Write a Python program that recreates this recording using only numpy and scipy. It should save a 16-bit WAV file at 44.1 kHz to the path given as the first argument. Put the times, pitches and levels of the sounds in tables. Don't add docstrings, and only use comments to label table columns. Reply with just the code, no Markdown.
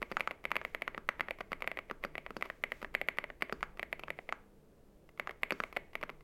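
import sys
import numpy as np
from scipy import signal
from scipy.fft import rfft, irfft
from scipy.io import wavfile

SR = 44100
rng = np.random.default_rng(int(sys.argv[2]) if len(sys.argv) > 2 else 0)


def pcm_store(signal):
    levels = np.round(np.clip(np.atleast_2d(signal), -1, 1) * 32767)
    wavfile.write(sys.argv[1], SR, levels.astype(np.int16).T)


N = 274743

# (time [s], relative level [dB])
WIDE_KEYS = [(.169, 10.5), (0.2749, 8.5), (3.6292, 9), (4.325, 7.5), (5.2733, 2.5)]


def from_db(db):
    return 10 ** (np.asarray(db) / 20)


def rms_one(x):
    return x / np.sqrt(np.mean(x ** 2) + 1e-20)


def at_hz(points, hz, axis=1):
    table = np.array(points)
    return np.interp(np.log(np.maximum(hz, 1)), np.log(table[:, 0]), table[:, axis])


def cut(x, hz, kind, order=2):
    sections = signal.butter(order, np.minimum(hz, SR / 2 - 10), kind, fs=SR, output="sos")
    return signal.sosfilt(sections, x)


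def resonate(x, hz, width_hz):
    radius = np.exp(-np.pi * width_hz / SR)
    zeros = np.array([1, 0, -1]) * (1 - radius ** 2) / 2
    poles = [1, -2 * radius * np.cos(2 * np.pi * hz / SR), radius ** 2]
    return signal.lfilter(zeros, poles, x + 1e-18)


def fade(t, t60):
    return np.exp(-np.log(1000) * t / t60)


def add(track, s, sound):
    start = max(round(s * SR), 0)
    track[start:start + len(sound)] += sound[:N - start]


def grains(size_db):
    return rng.standard_normal(N) * from_db(size_db * np.minimum(rng.exponential(1, N), 6))


def noise(spectrum, grain_db=0):
    gain = from_db(at_hz(spectrum, np.fft.rfftfreq(N, 1 / SR)))
    return rms_one(irfft(rfft(grains(grain_db)) * gain, N))


def keystrokes():
    # (frequency [Hz], width [Hz], relative level [dB])
    spring_modes = [(4660, 150, -16.5), (4850, 200, -27), (5070, 270, -28)]
    lead_s, lead_db = 0.0099, -21.5
    spring_growth = 2.5
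    near, radiated, ticks, springs, slaps, thuds = np.zeros((6, N))
    push = signal.unit_impulse(3000)
    for s, key, thud_db, tick_db in strokes():
        plate_db = key[2]
        light = from_db(-9) * chatter(t60=0.017, build_s=0.00058)
        heavy = from_db(-5.5) * chatter(t60=0.024, build_s=0.0021)
        add(near, s, clack(key, push, push, spread=1.0) + clack(key, light, heavy, spread=1.2))
        add(radiated, s, clack(key, push, push, spread=1.2))
        contact = blow(chatter_db=-3, chatter_t60=0.0072, build_s=0.00022)
        add(ticks, s, from_db(tick_db) * contact)
        add(ticks, s - lead_s, from_db(tick_db + lead_db) * contact)
        add(slaps, s, from_db(plate_db) * contact)
        add(thuds, s, from_db(thud_db) * push)
        add(springs, s, from_db(spring_growth * thud_db) * chatter(t60=0.0091, build_s=0.002))
    thud = -resonate(thuds, hz=230, width_hz=220)
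    ping = sum(from_db(db) * resonate(springs, hz, width) for hz, width, db in spring_modes)
    slap = from_db(-35) * cut(resonate(slaps, hz=6100, width_hz=1400), hz=6930, kind="low", order=8)
    bright = switch_tick(ticks) + ping + slap
    return cushion(near + thud) + bright, cushion(radiated + from_db(-6.0) * thud) + bright


def strokes():
    return [*releases(), *presses(), *wide_keys()]


def releases():
    # (time [s], keycap [Hz], relative level [dB], relative plate level [dB])
    upstrokes = [(0.0276, 2150, 7.5, -0.5), (0.1216, 2030, 0, -6.5), (0.207, 2230, 13.5, 2),
                 (.31, 2170, 5.5, -21), (0.4534, 2140, 11, -2.5), (0.5165, 2010, 10.5, 9),
                 (0.5563, 2040, 8.5, -12), (.566, 2180, 14.5, 3), (.6148, 1700, -4, -5),
                 (.65, 2060, 8.5, -4), (.748, 2020, 9.5, -3), (0.8208, 2160, 9.5, -8.5),
                 (.8783, 1930, 6, 5), (0.9467, 1970, -1, -12), (1.0897, 1870, 13.5, 8.5),
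                 (1.1963, 1790, 1.5, -3), (1.2077, 2050, 11.5, 8), (1.2851, 1820, 1.5, -6),
                 (1.3086, 2310, 10, -17), (1.4098, 2000, 1.5, -8), (1.5306, 2040, 7, -0.5),
                 (1.6222, 2150, 8, -0.5), (1.6434, 1980, -4, -9), (1.6756, 2070, 13, -2),
                 (1.7156, 2050, 4.5, -9), (1.7727, 2090, 4.5, -14), (1.7893, 2140, 5, -1.5),
                 (1.899, 2000, -3, -15), (2.0386, 2090, 7, -5), (2.154, 1980, 3, -8),
                 (2.1805, 2270, 6.5, -6.5), (2.264, 2000, 1, -6), (2.4245, 2060, 9.5, 3),
                 (2.5006, 1790, 3.5, -4.5), (2.6383, 2130, 14, -1), (2.7198, 1970, 8.5, -5.5),
                 (2.8465, 1790, 1.5, -4.5), (2.95, 2090, 16.5, -1.5), (3.0144, 2090, 10.5, -24.5),
                 (3.0863, 2080, 16, -2), (3.1856, 2110, 12.5, 5), (3.241, 2010, 4.5, -12),
                 (3.3019, 1790, -3, -12), (3.4224, 2110, 15, 0.5), (3.4962, 1870, -1.5, -11),
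                 (3.7953, 2190, 6.5, -4.5), (3.8295, 1980, 8, -11), (3.9283, 2110, 10.5, -7.5),
                 (4.036, 2580, 2.5, -7.5), (4.0824, 1600, -6.5, -5.5), (4.104, 2150, 8.5, -10),
                 (4.1889, 2030, -0.5, -24), (4.291, 2090, 3.5, -18), (5.1975, 2020, 9.5, 2),
                 (5.2942, 1830, 2, -14), (5.4331, 2150, 15.5, 0), (5.5071, 2300, 14, -4),
                 (5.6373, 2150, 6.5, 0.5), (5.765, 2120, 5.5, -10), (5.769, 2020, 11.5, -35),
                 (5.954, 2180, 8.5, -2), (6.0291, 2130, 5, -9.5), (6.0945, 2050, -2, -3.5)]
    case_hz = 593
    tick_knee_db = 7.5
    for s, cap_hz, db, plate_db in upstrokes:
        case_db = -5 + 0.5 * db - 0.24 * plate_db
        tick_db = -33.5 + 0.89 * db - 1.3 * max(tick_knee_db - db, 0)
        thud_db = db - 27.5
        yield s, (cap_hz, db, plate_db, case_hz, case_db), thud_db, tick_db


def presses():
    # (time [s], case [Hz], relative level [dB], relative plate level [dB])
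    downstrokes = [(0.0187, 440, -1, -3.5), (0.1157, 474, 1, -5), (0.9784, 413, -3, 2.5),
                   (1.407, 610, -2, -1.5), (1.519, 497, -0.5, 1.5), (1.9117, 387, -2, 3.5),
                   (2.049, 500, 2, 2), (2.3064, 405, -5, -5.5), (2.3669, 460, 2, -3.5),
                   (2.828, 460, -2.5, -4), (3.425, 507, 0.5, -1.5), (3.5253, 420, 4, 4.5),
                   (5.5218, 430, 5.5, 6), (5.6023, 540, 2, 9.5), (6.0357, 610, -2.5, 3)]
    for s, case_hz, db, plate_db in downstrokes:
        cap_hz, cap_db = 2500, db - 9
        thud_db, tick_db = db - 0.5, db - 31.5
        yield s, (cap_hz, cap_db, plate_db, case_hz, db), thud_db, tick_db


def wide_keys():
    for s, db in WIDE_KEYS:
        cap_hz, cap_db = 2020, db - 6
        case_hz, case_db = 810, db - 9
        thud_db, tick_db = db - 19, db - 45
        yield s, (cap_hz, cap_db, db, case_hz, case_db), thud_db, tick_db


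def clack(key, light, heavy, spread):
    cap_hz, cap_db, plate_db, case_hz, case_db = key
    plate_hz = 1159.0 + 14 * max(plate_db, 0)
    cap = resonate(light, cap_hz, spread * 370)
    cap_overtone = from_db(-16.5) * resonate(light, hz=2640, width_hz=394)
    sound = from_db(cap_db) * (cap + cap_overtone)
    sound += from_db(plate_db) * resonate(light, plate_hz, spread * 470)
    sound += from_db(case_db) * resonate(heavy, case_hz, spread * 195)
    return -sound / np.sqrt(spread)


def chatter(t60, build_s, size=3000):
    t = np.arange(size) / SR
    build = 1 - np.exp(-(t / build_s) ** 2)
    rattle = rng.standard_normal(size) * fade(t, t60) * build
    return rattle / np.linalg.norm(rattle)


def blow(chatter_db, chatter_t60, build_s):
    push = from_db(chatter_db) * chatter(chatter_t60, build_s)
    push[0] += 1
    return push


def switch_tick(push):
    # (frequency [Hz], width [Hz], relative level [dB])
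    tick_modes = [(3300, 3300, -14.5), (4630, 740, -1.5), (7550, 2400, -7), (12460, 1300, 0)]
    tick = 0
    for k, (hz, width, db) in enumerate(tick_modes):
        tick = tick + (-1) ** k * from_db(db) * resonate(push, hz, width)
    return tick


def cushion(x):
    rounded = cut(x, hz=2199, kind="low", order=3)
    return cut(rounded, hz=135, kind="high", order=3)


def wide_key_ring():
    # (frequency [Hz], width [Hz], relative level [dB])
    hollow_modes = [(1360, 25, -20.5), (1500, 23, -11), (1670, 60, -10), (4030, 500, -39.5),
                    (6780, 84, -26.5)]
    push = np.zeros(N)
    for s, db in WIDE_KEYS:
        add(push, s, from_db([db]))
    return sum(from_db(db) * resonate(push, hz, width) for hz, width, db in hollow_modes)


def light_contact(push, tick_db):
    low_modes = resonate(push, hz=1110, width_hz=240) + resonate(push, hz=510, width_hz=530)
    cap = resonate(push, hz=2030, width_hz=360) + from_db(-2.0) * low_modes
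    return cut(cap, hz=2400, kind="low") + from_db(tick_db) * switch_tick(push)


def rebounds():
    # (time [s], relative level [dB])
    bounces = [(0.212, -30), (.315, -29), (.518, -34), (1.0921, -25.5), (1.2094, -24), (3.0165, -37),
               (3.638, -32.5), (4.296, -33.5), (5.772, -25), (6.1, -28)]
    push = np.zeros(N)
    for s, db in bounces:
        add(push, s, from_db(db) * blow(chatter_db=-14.5, chatter_t60=0.014, build_s=.0006))
    return from_db(21.5) * light_contact(push, tick_db=-26.5)


def faint_contacts():
    # (time [s], relative level [dB])
    contacts = [(.197, -38), (.441, -44.5), (0.506, -44.5), (1.387, -48.5), (1.606, -48), (2.411, -41.5),
                (2.817, -44.5), (2.943, -42.5), (3.172, -46.5), (3.409, -47.5), (3.608, -48.5),
                (3.773, -48), (3.995, -39.5), (5.091, -52.5), (5.176, -51.5), (5.309, -41.5),
                (5.727, -42.5), (5.933, -50), (6.013, -45), (6.208, -56)]
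    push = np.zeros(N)
    for s, db in contacts:
        add(push, s, from_db(db) * blow(chatter_db=-1.0, chatter_t60=0.02, build_s=0.000608))
    return from_db(31.5) * light_contact(push, tick_db=-24.5)


def scrapes(travel_s):
    friction = np.zeros(N)
    rub = from_db(-62) * np.linspace(0, 1, round(travel_s * SR))
    for s, *_ in strokes():
        add(friction, s - travel_s, rub)
    add(friction, 2.43, from_db(-48.5) * np.hanning(round(0.051 * SR)))
    return light_contact(friction * grains(size_db=5.5), tick_db=-27)


def hands():
    # (time [s], rumble level [dB])
    desk = [(0, -60), (3.5, -60), (3.7, -55.5), (4.45, -66), (4.75, -81), (5.25, -61.5)]
    # (start [s], end [s], level at the middle [dB])
    brushes = [(0, 0.362, -71), (.598, .78, -71), (2.252, 2.686, -72), (2.666, 2.896, -67),
               (3.45, 3.72, -74.5), (4.13, 4.3, -74), (5.496, 5.746, -67)]
    # (frequency [Hz], relative density [dB per Hz])
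    rumble_colour = [(22, 15.5), (35, -8), (52, 2), (90, -12.5), (200, -39)]
    # (frequency [Hz], relative density [dB per Hz])
    rustle_colour = [(2000, 3), (4500, -7), (6800, -7), (9500, -14), (16000, -12)]
    shake_db = np.interp(np.arange(N) / SR, *np.transpose(desk))
    shake = rms_one(cut(noise(rumble_colour), [20, 130], kind="band"))
    swish = np.zeros(N)
    for start, end, db in brushes:
        stroke = np.sqrt(np.hanning(round((end - start) * SR)))
        add(swish, start, from_db(db) * stroke)
    return from_db(shake_db) * shake + swish * noise(rustle_colour, grain_db=3.2)


def room(x, first_echo_s, size=26000):
    # (frequency [Hz], relative level [dB], decay by 60 dB [s])
    echo = [(203, 1, 0.13), (605, -14, 0.46), (1400, -17, .38), (2800, -18, 0.41), (4580, -17.5, 0.37),
            (12000, -18, .2)]
    t, response = np.arange(size) / SR, 0
    edges = np.geomspace(120, 16000, 8)
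    for low, high in zip(edges, edges[1:]):
        hz = np.sqrt(low * high)
        onset = np.clip(t / first_echo_s - 1, 0, 1)
        envelope = fade(t, at_hz(echo, hz, axis=2)) * onset
        band = cut(rng.standard_normal(size), [low, high], "band", order=3)
        response = response + from_db(at_hz(echo, hz)) * band * envelope / np.linalg.norm(envelope)
    return signal.fftconvolve(x, response)[:N]


def background():
    # (frequency [Hz], relative density [dB per Hz])
    air_colour = [(25, -0.5), (110, -12), (270, -11.5), (440, -9), (800, -23), (2000, -33.5), (5000, -40.5),
                  (16000, -42)]
    # (frequency [Hz], level [dB])
    hum_tones = [(148.5, -71), (200, -75), (441, -79)]
    width_hz = 4.4
    hum = 0
    for hz, db in hum_tones:
        tone = resonate(rng.standard_normal(N), hz, width_hz)
        tone = resonate(tone, hz, width_hz)
        hum = hum + from_db(db) * rms_one(tone)
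    return hum + from_db(-62.5) * noise(air_colour)


def scene():
    near, radiated = keystrokes()
    small = faint_contacts() + rebounds() + wide_key_ring() + scrapes(travel_s=0.028)
    echo = room(radiated + small, first_echo_s=0.0006)
    return (near + small + echo + hands() + background())[None]


def record(dry):
    top_cut = signal.ellip(10, .1, 70, 16300, fs=SR, output="sos")
    return signal.sosfilt(top_cut, dry)


dry = scene()
out = record(dry)
pcm_store(out)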